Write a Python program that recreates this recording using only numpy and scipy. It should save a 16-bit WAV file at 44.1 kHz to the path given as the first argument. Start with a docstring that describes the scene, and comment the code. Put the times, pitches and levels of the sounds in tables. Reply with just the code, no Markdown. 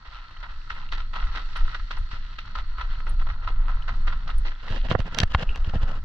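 """Gravel crunches under the soles of a jogger and the paws of trotting dogs: bursts of tiny clicks, pressed
out and left to settle at each landing, with larger stones snapping and small ones ticking.
A small stereo camera is held low in a closed housing: headwind rumbles on its two sound ports as shaped
noise, and late on a tail and paws brush, knock and jolt it, as hair clicks, ringing modes and low swings.
Far insects (a narrow noise band) and the hiss of the open park lie below."""
import sys
import numpy as np
from scipy import signal
from scipy.fft import rfft, irfft
from scipy.io import wavfile
from scipy.ndimage import uniform_filter1d

SR = 44100
rng = np.random.default_rng(int(sys.argv[2]) if len(sys.argv) > 2 else 0)


def gain_from_decibels(decibels):
    """Convert decibel values to linear amplitude factors."""
    exponent = np.asarray(decibels, float) / 20
    return 10 ** exponent


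def waveform_to_disk(signal):
    """Save audio, clipped to [-1, 1], as 16-bit WAV at the path in sys.argv[1]."""
    frames = np.transpose(np.atleast_2d(signal))
    scaled = np.clip(frames, -1, 1) * 32767
    samples = np.round(scaled).astype(np.int16)
    wavfile.write(sys.argv[1], SR, samples)


N = 266525

# how the ports colour sound from outside: (frequency [Hz], relative level per Hz [dB])
PORT_COLOUR = [(180, -24.5), (300, -18.5), (450, -22.5), (669, -19.5), (850, -13.5), (1020, -6),
               (1150, -12), (1310, 1.5), (1500, -8), (1700, -11.5), (1950, -6.5), (2280, -18.5),
               (2690, -12.5), (3400, -16), (3960, -15.5), (4600, -22), (4900, -29.5), (5900, -32.5),
               (6400, -42), (7500, -43), (8100, -56.5), (9500, -60.5), (13200, -110)]


def rms_one(x):
    """Scale to an average (rms) level of 1."""
    return x / np.sqrt(np.mean(x ** 2) + 1e-20)


def in_time(rows):
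    """Draw straight lines between the rows of a curve, giving each column at every sample."""
    s, *columns = np.transpose(rows)
    return [np.interp(np.arange(N) / SR, s, c) for c in columns]


def band(x, low_hz, high_hz, order=2):
    """Keep the sound between two frequencies (Butterworth band-pass)."""
    return signal.sosfilt(signal.butter(order, [low_hz, high_hz], "band", fs=SR, output="sos"), x)


def colour(x, *spectra):
    """Filter with the summed dB curves; minimum phase, so nothing sounds ahead of its cause."""
    size = 32768
    log_hz = np.log(np.maximum(np.fft.rfftfreq(size, 1 / SR), 1))
    db = 0
    for spectrum in spectra:
        hz, level_db = np.transpose(spectrum)
        db = db + np.interp(log_hz, np.log(hz), level_db)
    # folding the cepstrum onto its first half makes the filter minimum phase
    cepstrum = irfft(db * np.log(10) / 20)
    cepstrum[1:size // 2] *= 2
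    cepstrum[size // 2 + 1:] = 0
    response = irfft(np.exp(rfft(cepstrum)))
    return signal.fftconvolve(x, response)[:N]


def drift(rate_hz):
    """Random wandering of spread 1: white noise smoothed by two equal low-pass stages."""
    r = np.exp(-2 * np.pi * rate_hz / SR)
    noise = rng.standard_normal(N + SR)
    return rms_one(signal.lfilter([1], [1, -2 * r, r * r], noise)[SR:])   # drop the filter's start-up


def ring(clicks, hz, t60_s):
    """A resonance: a unit click starts a sine of about height 1 that falls 60 dB in t60_s."""
    r, w = gain_from_decibels(-60 / (t60_s * SR)), 2 * np.pi * hz / SR
    return signal.lfilter([0, np.sin(w)], [1, -2 * r * np.cos(w), r * r], clicks + 1e-18)


def sides(db):
    """Left and right gains for a left-right difference in dB."""
    return gain_from_decibels(np.array([db / 2, -db / 2]))


def evened(x, smooth_s):
    """Divide noise by its own smoothed strength, so its swings keep a fairly even height."""
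    strength = np.sqrt(uniform_filter1d(x ** 2, round(smooth_s * SR)) + 1e-12)
    return rms_one(x / strength)


def struck(rows):
    """Ring one resonance for each row of (time [s], level [dB], frequency [Hz], t60 [s])."""
    out = np.zeros(N)
    for s, level_db, hz, t60_s in rows:
        click = np.zeros(SR // 4)
        click[0] = gain_from_decibels(level_db)
        out[round(s * SR):][:len(click)] += ring(click, hz, t60_s)
    return out


def grains(per_s, spread_db, clump_db, lag_s, plain):
    """Tiny contacts: clumped clicks, each around one of 15 pitches and from one of five directions."""
    grain_hz, pitch_spread = np.geomspace(250, 9000, num=15), 1.3
    patchy_db, patches_hz = 2.5, 6.7   # each pitch comes and goes on its own
    sizes = gain_from_decibels(spread_db * np.minimum(rng.exponential(1, N), 4)) * rng.choice([-1, 1], N)
    clicks = sizes * (rng.random(N) < per_s / SR) * gain_from_decibels(clump_db * drift(56))
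    dealt = rng.integers(0, len(grain_hz), N)
    out = np.zeros((2, N))
    for k, hz in enumerate(grain_hz):
        own = clicks * (dealt == k) * gain_from_decibels(patchy_db * drift(patches_hz))
        pitched = band(own + 1e-18, hz / pitch_spread, hz * pitch_spread, order=1)
        own = plain * own + pitched
        left_lag_s = lag_s + .00008 * (k % 5 - 2)   # a direction is a delay between the sides
        out += np.roll(own, round(SR * left_lag_s)), own
    return rms_one(out)


def through_ports(x):
    """Sound from outside reaches each port with a slightly different colour."""
    # how the ports differ: (frequency [Hz], left-right difference [dB])
    balance = [(300, 1), (740, -7), (1230, 2), (2030, -3), (3350, 2), (5540, -13.5), (9000, 12.5)]
    return np.array([colour(x[c], PORT_COLOUR, np.array(balance) * [1, .5 - c]) for c in range(2)])


def three_ranges(x, low_hz, split_hz):
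    """Split into middle and bright ranges, together of rms 1, and a low range of rms 1 on its own."""
    upper = rms_one(band(x, 500, 14000))
    ranges = []
    for kind in ("low", "high"):
        half = signal.butter(2, split_hz, kind, fs=SR, output="sos")
        ranges.append(signal.sosfilt(np.vstack([half, half]), upper))   # twice, so the two add up flat
    low = -rms_one(band(x, low_hz, 750))
    return ranges + [low]


def park():
    """Far hiss is noise through the ports; insects are noise through one narrow, wavering resonance."""
    # tilt of the far hiss, ahead of the ports: (frequency [Hz], relative level per Hz [dB])
    far_tilt = [(300, 6), (1000, -8), (1700, 2.5), (2500, -5.5), (3500, -0.5), (4600, 5.5), (6000, 7.5),
                (7500, 10), (9500, 12.5), (13000, 3.5)]
    # insect loudness, before its quick wavering: (time [s], level [dB])
    insect_levels = [(0, -65.5), (3, -61.5), (4.5, -68.5), (6.04, -89)]
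    hiss_db, insect_hz = -59.5, 4295
    far = [colour(side, far_tilt) for side in rng.standard_normal((2, N))]
    hiss = rms_one(through_ports(far)) * gain_from_decibels(3.9 * drift(1.3))
    chorus = band(ring(rng.standard_normal((2, N)), insect_hz, .02), 3800, 4800)
    insect_db = in_time(insect_levels)[0] + 1.7 * drift(7.8)
    return gain_from_decibels(hiss_db) * hiss + gain_from_decibels(insect_db) * rms_one(chorus)


def headwind_db():
    """Level of the wind: as the swinging hand drives the ports through the air, each swing adds power."""
    # headwind without the swings: (time [s], level [dB])
    steady = [(0, -49), (.3, -45), (1.0, -29.5), (1.9, -33), (2.45, -36), (3.0, -31), (4.0, -25),
              (4.6, -38.5), (5.3, -34.5), (6.04, -25)]
    # swells from the swinging hand: (middle [s], level [dB], length [s])
    hand_swings = [(0.098, -40, 0.051), (0.197, -37, 0.084), (0.405, -34.5, .08), (0.557, -28, 0.11),
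                   (0.79, -36, 0.21), (0.966, -27, 0.25), (1.1, -27, 0.024), (1.256, -21, .12),
                   (1.473, -28, 0.17), (1.634, -14.5, 0.082), (1.828, -27.5, .1), (2.008, -19, 0.082),
                   (2.207, -29, 0.16), (2.353, -48, 0.047), (2.58, -24, 0.093), (2.704, -24.5, .12),
                   (2.906, -23, 0.15), (3.192, -18.5, 0.32), (3.604, -17.5, 0.21), (3.752, -17.5, 0.054),
                   (4.052, -19, 0.3), (4.4, -17, 0.22), (4.804, -21, 0.25), (5.021, -23.5, 0.074),
                   (5.122, -31, 0.058), (5.265, -21, 0.11), (5.37, -21.5, 0.049), (5.497, -14.5, 0.048),
                   (5.617, -18, 0.075), (5.825, -20.5, 0.22), (5.997, -33, 0.11)]
    t = np.arange(N) / SR
    power = gain_from_decibels(in_time(steady)[0]) ** 2
    for s, db, length_s in hand_swings:
        power = power + gain_from_decibels(db) ** 2 * np.exp(-(2.85 * (t - s) / length_s) ** 2)
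    return 10 * np.log10(power)


def wind():
    """Slow pressure swings, nearly alike at both ports, with a patchy quicker flutter that follows them."""
    # slow rumble: (frequency [Hz], relative level per Hz [dB])
    gusts = [(5, -61), (12, 5), (19, 12.5), (28, 2), (40, -12), (55, -14), (75, -19.5), (120, -56.5),
             (600, -140)]
    # quicker flutter: (frequency [Hz], relative level per Hz [dB])
    flutter = [(20, -29.5), (40, 9), (60, -4), (100, -6), (160, -16), (250, -25.5), (400, -37), (700, -37),
               (3000, -120)]
    mean_flutter_db, follows, lag_s = -43, 0.6, 0.21   # level at mean wind, share followed, smoothing time
    patchy_db, patches_hz = 1.5, 7.4
    rumble_db = headwind_db()
    wind_swing_db = uniform_filter1d(rumble_db - rumble_db.mean(), round(lag_s * SR))
    flutter_db = mean_flutter_db + follows * wind_swing_db + patchy_db * drift(patches_hz)
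    white = rng.standard_normal((4, N))
    shared = evened(colour(white[0], gusts), 0.064) * gain_from_decibels(rumble_db)
    shared += evened(colour(white[1], flutter), 0.2) * gain_from_decibels(flutter_db)
    # a weaker part pushes the two ports in opposite directions
    opposed = rms_one(colour(white[2], gusts)) * gain_from_decibels(rumble_db - 28)
    opposed += rms_one(colour(white[3], flutter)) * gain_from_decibels(flutter_db - 17)
    return shared + opposed * [[1], [-1]]


def squeaks():
    """Something rubs the housing thinly: friction noise in one narrow resonance, swelling and fading."""
    # thin rubs: (middle [s], length [s], level at the middle [dB])
    rubs = [(5.475, 0.022, -53), (5.494, 0.0069, -31), (5.51, 0.02, -46), (5.553, 0.014, -41.5)]
    squeak_hz, t60_s = 2860, 0.012
    t = np.arange(N) / SR
    swells = sum(gain_from_decibels(db) * np.exp(-(2 * (t - s) / length_s) ** 2) for s, length_s, db in rubs)
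    friction = ring(rng.standard_normal(N), squeak_hz, t60_s)
    return swells * rms_one(band(friction, 2400, 2900))


def jolts():
    """Each jolt of the hand gives a low swing that dies in a few cycles, alike at both ports."""
    # jolts: (time [s], starting level of the decay [dB], frequency [Hz], first swing out 1 or in -1)
    hand_jolts = [(2.133, -23.5, 70, -1), (4.708, -16, 90.8, -1), (4.9141, -7.5, 138, -1),
                  (4.953, -11, 111, -1), (4.996, -12.5, 88.4, -1), (5.203, -13.5, 111, -1),
                  (5.2314, -6.5, 82, -1), (5.3484, -4.5, 68.4, 1), (5.676, -12.5, 65, -1),
                  (5.737, -20, 60.6, -1), (5.759, -9.5, 72, -1), (5.833, -13, 65, -1)]
    rise_s, cycles = 0.00065, 3.64   # softened start; cycles until 60 dB down
    out, t = np.zeros(N + SR), np.arange(round(.2 * SR)) / SR
    for s, db, hz, way in hand_jolts:
        fade = gain_from_decibels(db - 60 * t * hz / cycles)
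        swing = fade * np.sin(2 * np.pi * hz * t) * (1 - np.exp(-t / rise_s))
        out[round(s * SR):][:len(t)] += np.sign(way) * swing
    return out[:N]


def knocks():
    """A short uneven contact rings the housing's modes, most of all those near the contact's own pitch."""
    # knocks: (time [s], peak before panning [dB], contact centre [Hz], reach [octaves], left-right [dB])
    blows = [(4.678, -29, 1420, .25, 2), (4.856, -38, 700, 0.16, -14), (4.886, -27, 2000, 0.86, -2),
             (4.902, -32, 2500, 1.6, -9), (4.907, -20.5, 2960, 0.38, -10), (4.9129, -19, 644, 1.66, -23.5),
             (4.922, -35, 1800, 0.65, -3), (4.929, -24, 1400, 0.83, -1), (4.9508, -13.5, 750, 1.03, -16),
             (5.003, -25, 1790, 1.4, -1), (5.1469, -21.5, 3450, 0.99, -7), (5.1869, -10, 4870, 1.4, -10.5),
             (5.202, -11.5, 3860, 0.74, 10.5), (5.2335, -18.5, 3560, 1.4, 7),
             (5.3474, -4.5, 1300, 1.05, 2.5), (5.492, -37, 2000, 0.89, 0), (5.559, -27, 1530, 2.1, -1),
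             (5.645, -32.5, 2930, 0.26, -1), (5.736, -25.5, 674, 0.42, -5)]
    # modes of the housing: (frequency [Hz], relative level [dB], t60 [s])
    modes = [(334, 0, 0.035), (517, 10.5, 0.014), (774, 1.5, 0.027), (1050, 9.5, 0.011), (1436, 14, 0.035),
             (1820, 11.5, 0.0051), (2080, 2.5, 0.014), (2720, 9.5, 0.015), (3200, 3.5, 0.026),
             (3666, 10, 0.0052), (4460, 6, 0.03), (5670, 7.5, 0.0093), (7840, -10, 0.0067),
             (9300, -21.5, 0.014), (12100, -11, 0.0067)]
    out, t = np.zeros((2, N)), np.arange(round(.2 * SR)) / SR
    chance = rng.standard_normal((len(blows), 2, len(modes)))   # each blow excites the modes unevenly
    contact = np.zeros(len(t))
    contact[[0, 31, 44]] = 1, -.4, .45      # the blow and two quick rebounds
    for (s, peak_db, centre_hz, reach, pan_db), luck in zip(blows, chance):
        crack = np.zeros((2, len(t)))
        for k, (hz, db, t60_s) in enumerate(modes):
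            nearness = np.exp(-(np.log2(hz / centre_hz) / reach) ** 2 / 2)
            heights = (-1) ** k * gain_from_decibels(db + 2 * luck[:, k]) * nearness
            crack += heights[:, None] * ring(contact, hz, t60_s)
        cut_hz = min(centre_hz * 2 ** (1.7 * reach), .4 * SR)
        soft = signal.butter(4, cut_hz, fs=SR, output="sos")   # a longer contact is duller
        crack = signal.sosfilt(soft, crack)
        crack *= gain_from_decibels(peak_db) / np.abs(crack).max() * sides(pan_db)[:, None]
        at = round(s * SR)
        out[:, at:at + len(t)] += crack
    return out


def brush():
    """Fur strokes the housing: dense hair contacts shake it, each stroke swelling and fading."""
    # strokes: (middle [s], length [s], rub level before panning [dB], low shake above rub [dB],
    # left-right [dB])
    strokes = [(4.656, 0.062, -45, -3, -8), (4.74, 0.074, -33.5, -0.5, -6), (4.855, 0.032, -39, 5, -6.5),
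               (4.912, 0.037, -29, 3.5, 5.5), (4.941, 0.017, -45, 7, -10), (4.954, 0.013, -49, 22.5, -12),
               (5.003, 0.035, -40.5, 4, -20.5), (5.069, 0.037, -42, 3.5, -5), (5.14, 0.039, -39, 0.5, -4),
               (5.18, .012, -42, -4, -2.5), (5.205, 0.074, -35, 0, -3), (5.235, 0.0089, -25.5, -0.5, -11),
               (5.279, 0.014, -46, -6, 0.5), (5.333, 0.058, -35, -6, 0.5), (5.411, 0.063, -30.5, -0.5, 0),
               (5.503, 0.17, -50.5, -1, 1), (5.562, 0.02, -37, -3, -3), (5.592, 0.048, -50, -1.5, 0),
               (5.649, 0.0075, -43, -34, -1), (5.685, 0.055, -39.5, 0.5, -1), (5.758, 0.039, -36, 4, 3.5),
               (5.832, 0.047, -39.5, 2.5, -3), (5.901, 0.081, -40, -0.5, 1), (5.968, 0.043, -43, -2, 1)]
    # colour of the hair contacts: (frequency [Hz], relative level per Hz [dB])
    fur_colour = [(80, 6.5), (190, -3), (352, -20.5), (500, -12.5), (662, -12), (1250, -7.5), (1790, -8.5),
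                  (2300, -21), (2810, -11.5), (3550, -20.5), (4740, -24.5), (5990, -32.5), (7300, -38),
                  (8200, -49), (9500, -44.5), (13200, -100)]
    bright_db = -0.74   # bright range against the rub
    hairs = grains(10000, spread_db=2.5, clump_db=4.0, lag_s=.0001, plain=0.26)
    coloured = np.array([colour(side, fur_colour) for side in hairs])
    ranges = three_ranges(coloured, low_hz=99.0, split_hz=1420)
    powers, t = np.zeros((3, 2, N)), np.arange(N) / SR
    for s, length_s, db, low_db, pan_db in strokes:
        swell = np.exp(-np.abs(2 * (t - s) / length_s) ** 3)
        levels = gain_from_decibels(np.array([db, db + bright_db, db + low_db]))
        heights = levels[:, None, None] * sides(pan_db)[:, None]
        powers += (heights * swell) ** 2
    return sum(np.sqrt(power) * part for power, part in zip(powers, ranges))


def ticks():
    """Flicked pebbles ring briefly; the metal collar tag rings a little longer and purer."""
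    # small stones flicked aside: (time [s], level before the band filter [dB], frequency [Hz])
    flicked = [(0.137, -42.5, 3340), (0.178, -59, 3150), (0.312, -46, 2750), (0.371, -41, 3100),
               (0.486, -59, 3770), (0.541, -45, 2720), (0.616, -45, 2680), (0.89, -36.5, 2800),
               (2.8454, -47, 3080), (2.902, -42, 3100), (2.9505, -41, 3060), (3.1986, -45, 2760),
               (3.8236, -34.5, 3020), (4.5523, -43, 3400)]
    # ticks of the tag: (time [s], level before its mode levels [dB])
    tag_ticks = [(0.746, -78), (1.569, -63.5), (1.9833, -67), (3.094, -54.5), (4.3814, -54)]
    # modes of the tag: (frequency [Hz], level against the tick [dB], t60 [s])
    tag_modes = [(9310, 11, 0.045), (13000, -11.5, .04), (14850, -8, .04)]
    pebble_t60_s = .015
    pebbles = [(s, db, hz, pebble_t60_s) for s, db, hz in flicked]
    tags = [(s, db + mode_db, hz, t60_s) for s, db in tag_ticks for hz, mode_db, t60_s in tag_modes]
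    return band(struck(pebbles), 1500, 8600) + band(struck(tags), 7900, 17000)


def snaps():
    """A larger stone snaps under a sole: a click coloured by the ports and a few cycles at its own pitch."""
    # snaps: (time [s], level before the two offsets below [dB], frequency [Hz], left-right [dB])
    stones = [(0.31, -28, 1310, 5), (0.366, -55, 1280, 3), (0.406, -32, 1330, 1), (0.43, -26, 1340, -2),
              (0.487, -33, 1280, 3), (0.528, -39, 1380, 5), (0.617, -47, 1330, -1.5),
              (0.695, -32.5, 1330, -1.5), (0.765, -25, 1030, 1), (0.888, -36, 1340, -7),
              (0.921, -38.5, 1360, 1), (0.981, -29, 1240, -2.0), (1.134, -24, 1450, -0.5),
              (1.161, -21, 1320, -3), (1.297, -41, 1310, -4), (1.318, -35, 1300, 3), (1.351, -18, 1280, 0),
              (1.562, -26, 2410, 0), (1.562, -21.5, 1290, -3), (1.746, -24, 1380, 0.0),
              (1.854, -40, 3060, 2), (1.891, -35, 1900, 1.0), (1.909, -15, 1250, -1),
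              (2.113, -28.5, 1080, -0.5), (2.162, -40, 1240, -2.0), (2.384, -36.5, 1280, 3),
              (2.453, -34.5, 1410, 2), (2.553, -23.5, 1390, -0.5), (2.58, -21.5, 1370, 2.5),
              (2.784, -19, 1090, -6), (2.908, -43, 1340, -2), (3.004, -19.5, 1490, 3.0),
              (3.069, -17.5, 1360, 5), (3.269, -20.5, 1040, -2.5), (3.289, -24, 1290, 1.5),
              (3.478, -25.5, 1330, -2), (3.683, -16, 1230, -4.5), (3.883, -18, 1310, -5),
              (4.076, -42, 802, 8), (4.076, -22.5, 1300, -1.5), (4.126, -23.5, 1330, 1),
              (4.261, -28, 929, 1), (4.273, -29, 1280, -5), (4.453, -23, 1180, -4),
              (4.516, -36.5, 1310, -8), (4.643, -33.5, 1380, -7)]
    ring_db, click_db, cycles = -12, -12.5, 8.9   # offsets; cycles until 60 dB down
    clicks, out = np.zeros((2, N)), np.zeros((2, N))
    for s, db, hz, pan_db in stones:
        at = round(s * SR)
        # of two stones at one instant, only the later row's click is heard; both ring
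        clicks[:, at] = gain_from_decibels(db + click_db) * sides(pan_db)
        body = ring(np.eye(1, 2000)[0], hz, cycles / hz)
        out[:, at:][:, :2000] += gain_from_decibels(db + ring_db) * sides(pan_db)[:, None] * body
    unit = np.abs(colour(np.eye(1, 2000)[0], PORT_COLOUR)).max()   # peak of one coloured click
    return out + band(through_ports(clicks), 360, 4200) / unit


def gravel():
    """Each landing presses the stones quickly and lets them settle; loose ones roll in between."""
    # heels, toes and paws landing: (time [s], level before the offsets below [dB], settling t60 [s],
    # thud against that level [dB], extra brightness [dB])
    landings = [(0.05, -32.5, 0.32, -23, 1), (0.311, -41, 0.12, -16, 4), (0.363, -35.5, 0.04, -34, 3.5),
                (0.404, -34, 0.067, -34, 1.5), (0.429, -19.5, 0.1, -47, -2), (0.461, -30, 0.088, -32, -1.5),
                (0.487, -33, 0.28, -39, -0.5), (0.699, -25, 0.24, -31, 3), (0.765, -28.5, 0.38, -26, -2.5),
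                (0.887, -43, 0.094, -23, 2), (0.921, -23.5, 0.14, -19, 5), (0.975, -31, 0.28, -21, 3),
                (1, -30.5, 0.13, -38, 3.5), (1.134, -21.5, 0.51, -31, -4), (1.155, -27.5, 0.23, -31, -2),
                (1.213, -29, 0.54, -32, 0), (1.297, -42, 0.18, -25, -6), (1.321, -32, 0.54, -27, 2),
                (1.35, -21, 0.23, -19.5, -0.5), (1.372, -24, 0.25, -32, -4.5),
                (1.557, -18.5, 0.17, -32, -1.5), (1.601, -28, .13, -25, -7), (1.67, -32.5, 0.27, -29, -2),
                (1.746, -21, 0.072, -25.5, 4), (1.796, -30.5, 0.043, -24, 3),
                (1.908, -23.5, 0.24, -22.5, -2), (1.97, -28.5, 0.11, -50, -5), (2.11, -28.5, 0.15, -33, 1),
                (2.13, -27.5, 0.23, -21.5, -4), (2.158, -32.5, 0.13, -31, -6),
                (2.385, -30.5, 0.069, -14.5, 7.5), (2.45, -39.5, 0.52, -21, 2),
                (2.553, -17.5, 0.13, -25.5, -2.5), (2.582, -22, 0.11, -36, -2),
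                (2.777, -25.5, 0.5, -34, -2.5), (2.81, -23, 0.045, -45, -1), (2.907, -32.5, 0.37, -20.5, 5),
                (3.004, -31.5, 0.065, -25, -1), (3.069, -21.5, 0.27, -19, -1), (3.193, -27, 0.088, -48, 1),
                (3.213, -23, 0.068, -24, -2), (3.269, -24.5, 0.054, -25, -4), (3.288, -23, 0.18, -56, 0.5),
                (3.422, -24, 0.17, -42, -1), (3.474, -17.5, 0.15, -59, -1), (3.502, -28, 0.016, -3.5, 4),
                (3.679, -24.5, 0.47, -69, 0.5), (3.88, -16.5, 0.17, -27, 1), (3.899, -41, 0.07, -8, -9),
                (3.934, -32.5, 0.099, -54, 2), (4.07, -16, 0.17, -23.5, 3), (4.123, -23.5, 0.12, -57, -3),
                (4.276, -20, 0.044, -20, 1.5), (4.288, -22.5, 0.22, -23.5, -0.5),
                (4.451, -22, 0.26, -16, 0.5), (4.516, -23, 0.042, -45, -4), (4.68, -21.5, 0.046, -12, 0.5),
                (4.71, -31.5, 0.27, -3.5, -12)]
    # loose stones rolling between the steps, before wandering: (time [s], level [dB])
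    loose = [(0.0, -56.5), (0.15, -44.5), (0.5, -55), (0.8, -53), (1.33, -56), (1.7, -47), (1.9, -55.5),
             (2.86, -51), (3.73, -45), (4.05, -48.5), (4.25, -49), (4.51, -54.5), (4.71, -47), (5.0, -53.5),
             (5.18, -41.5), (5.3, -53), (5.57, -47.5), (5.94, -38.5), (6.04, -55.5)]
    # finer ground is brighter: (time [s], change of the bright range [dB])
    ground = [(0, -2.5), (.8, 2), (1.7, 3.5), (2.4, 5.5), (3.2, -4), (4.0, -5), (4.8, 4), (6.04, -13.5)]
    crunch_db, grit_db, loose_grit_db = -9, -12, -0.5   # offsets of the middle and bright ranges
    base_rise_s, rise_per_settling = 0.0055, 0.023   # a slow-settling step also loads slowly
    stones = grains(5000, spread_db=2.5, clump_db=1.5, lag_s=.00012, plain=0.16)
    ranges = three_ranges(through_ports(stones), low_hz=180.0, split_hz=1530)   # crunch, grit, thud
    loads, t = np.zeros((3, 2, N)), np.arange(round(.3 * SR)) / SR
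    for s, db, t60_s, thud_db, bright_db in landings:
        rise_s = max(base_rise_s + rise_per_settling * t60_s, .001)
        pressing = np.minimum(t / rise_s, 1) ** 1.03
        settling = gain_from_decibels(-60 * np.maximum(t - rise_s, 0) / max(t60_s, .01))
        levels = gain_from_decibels(np.array([db + crunch_db, db + grit_db + bright_db, db + thud_db]))
        at = round((s - rise_s / 2) * SR)      # the sole loads the stones just before they give
        loads[:, :, at:at + len(t)] += (levels[:, None, None] * pressing * settling) ** 2
    loose_db, = in_time(loose)
    loads[0] += gain_from_decibels(loose_db + 0.95 * drift(22)) ** 2
    loads[1] += gain_from_decibels(loose_db + loose_grit_db + 1.2 * drift(9.1)) ** 2
    loads[1] *= gain_from_decibels(in_time(ground)[0]) ** 2
    return sum(np.sqrt(load) * part for load, part in zip(loads, ranges))


def scene():
    """All sources added up at the two ports."""
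    return wind() + gravel() + snaps() + brush() + knocks() + jolts() + ticks() + park() + squeaks()


def top_cut(x):
    """Nothing passes above the cut-off."""
    return signal.sosfilt(signal.butter(12, 15100, fs=SR, output="sos"), x)


def record(dry):
    """The converter tops out at full scale."""
    mix = np.clip(dry, -1, 1)
    return top_cut(mix)


dry = scene()
out = record(dry)
waveform_to_disk(out)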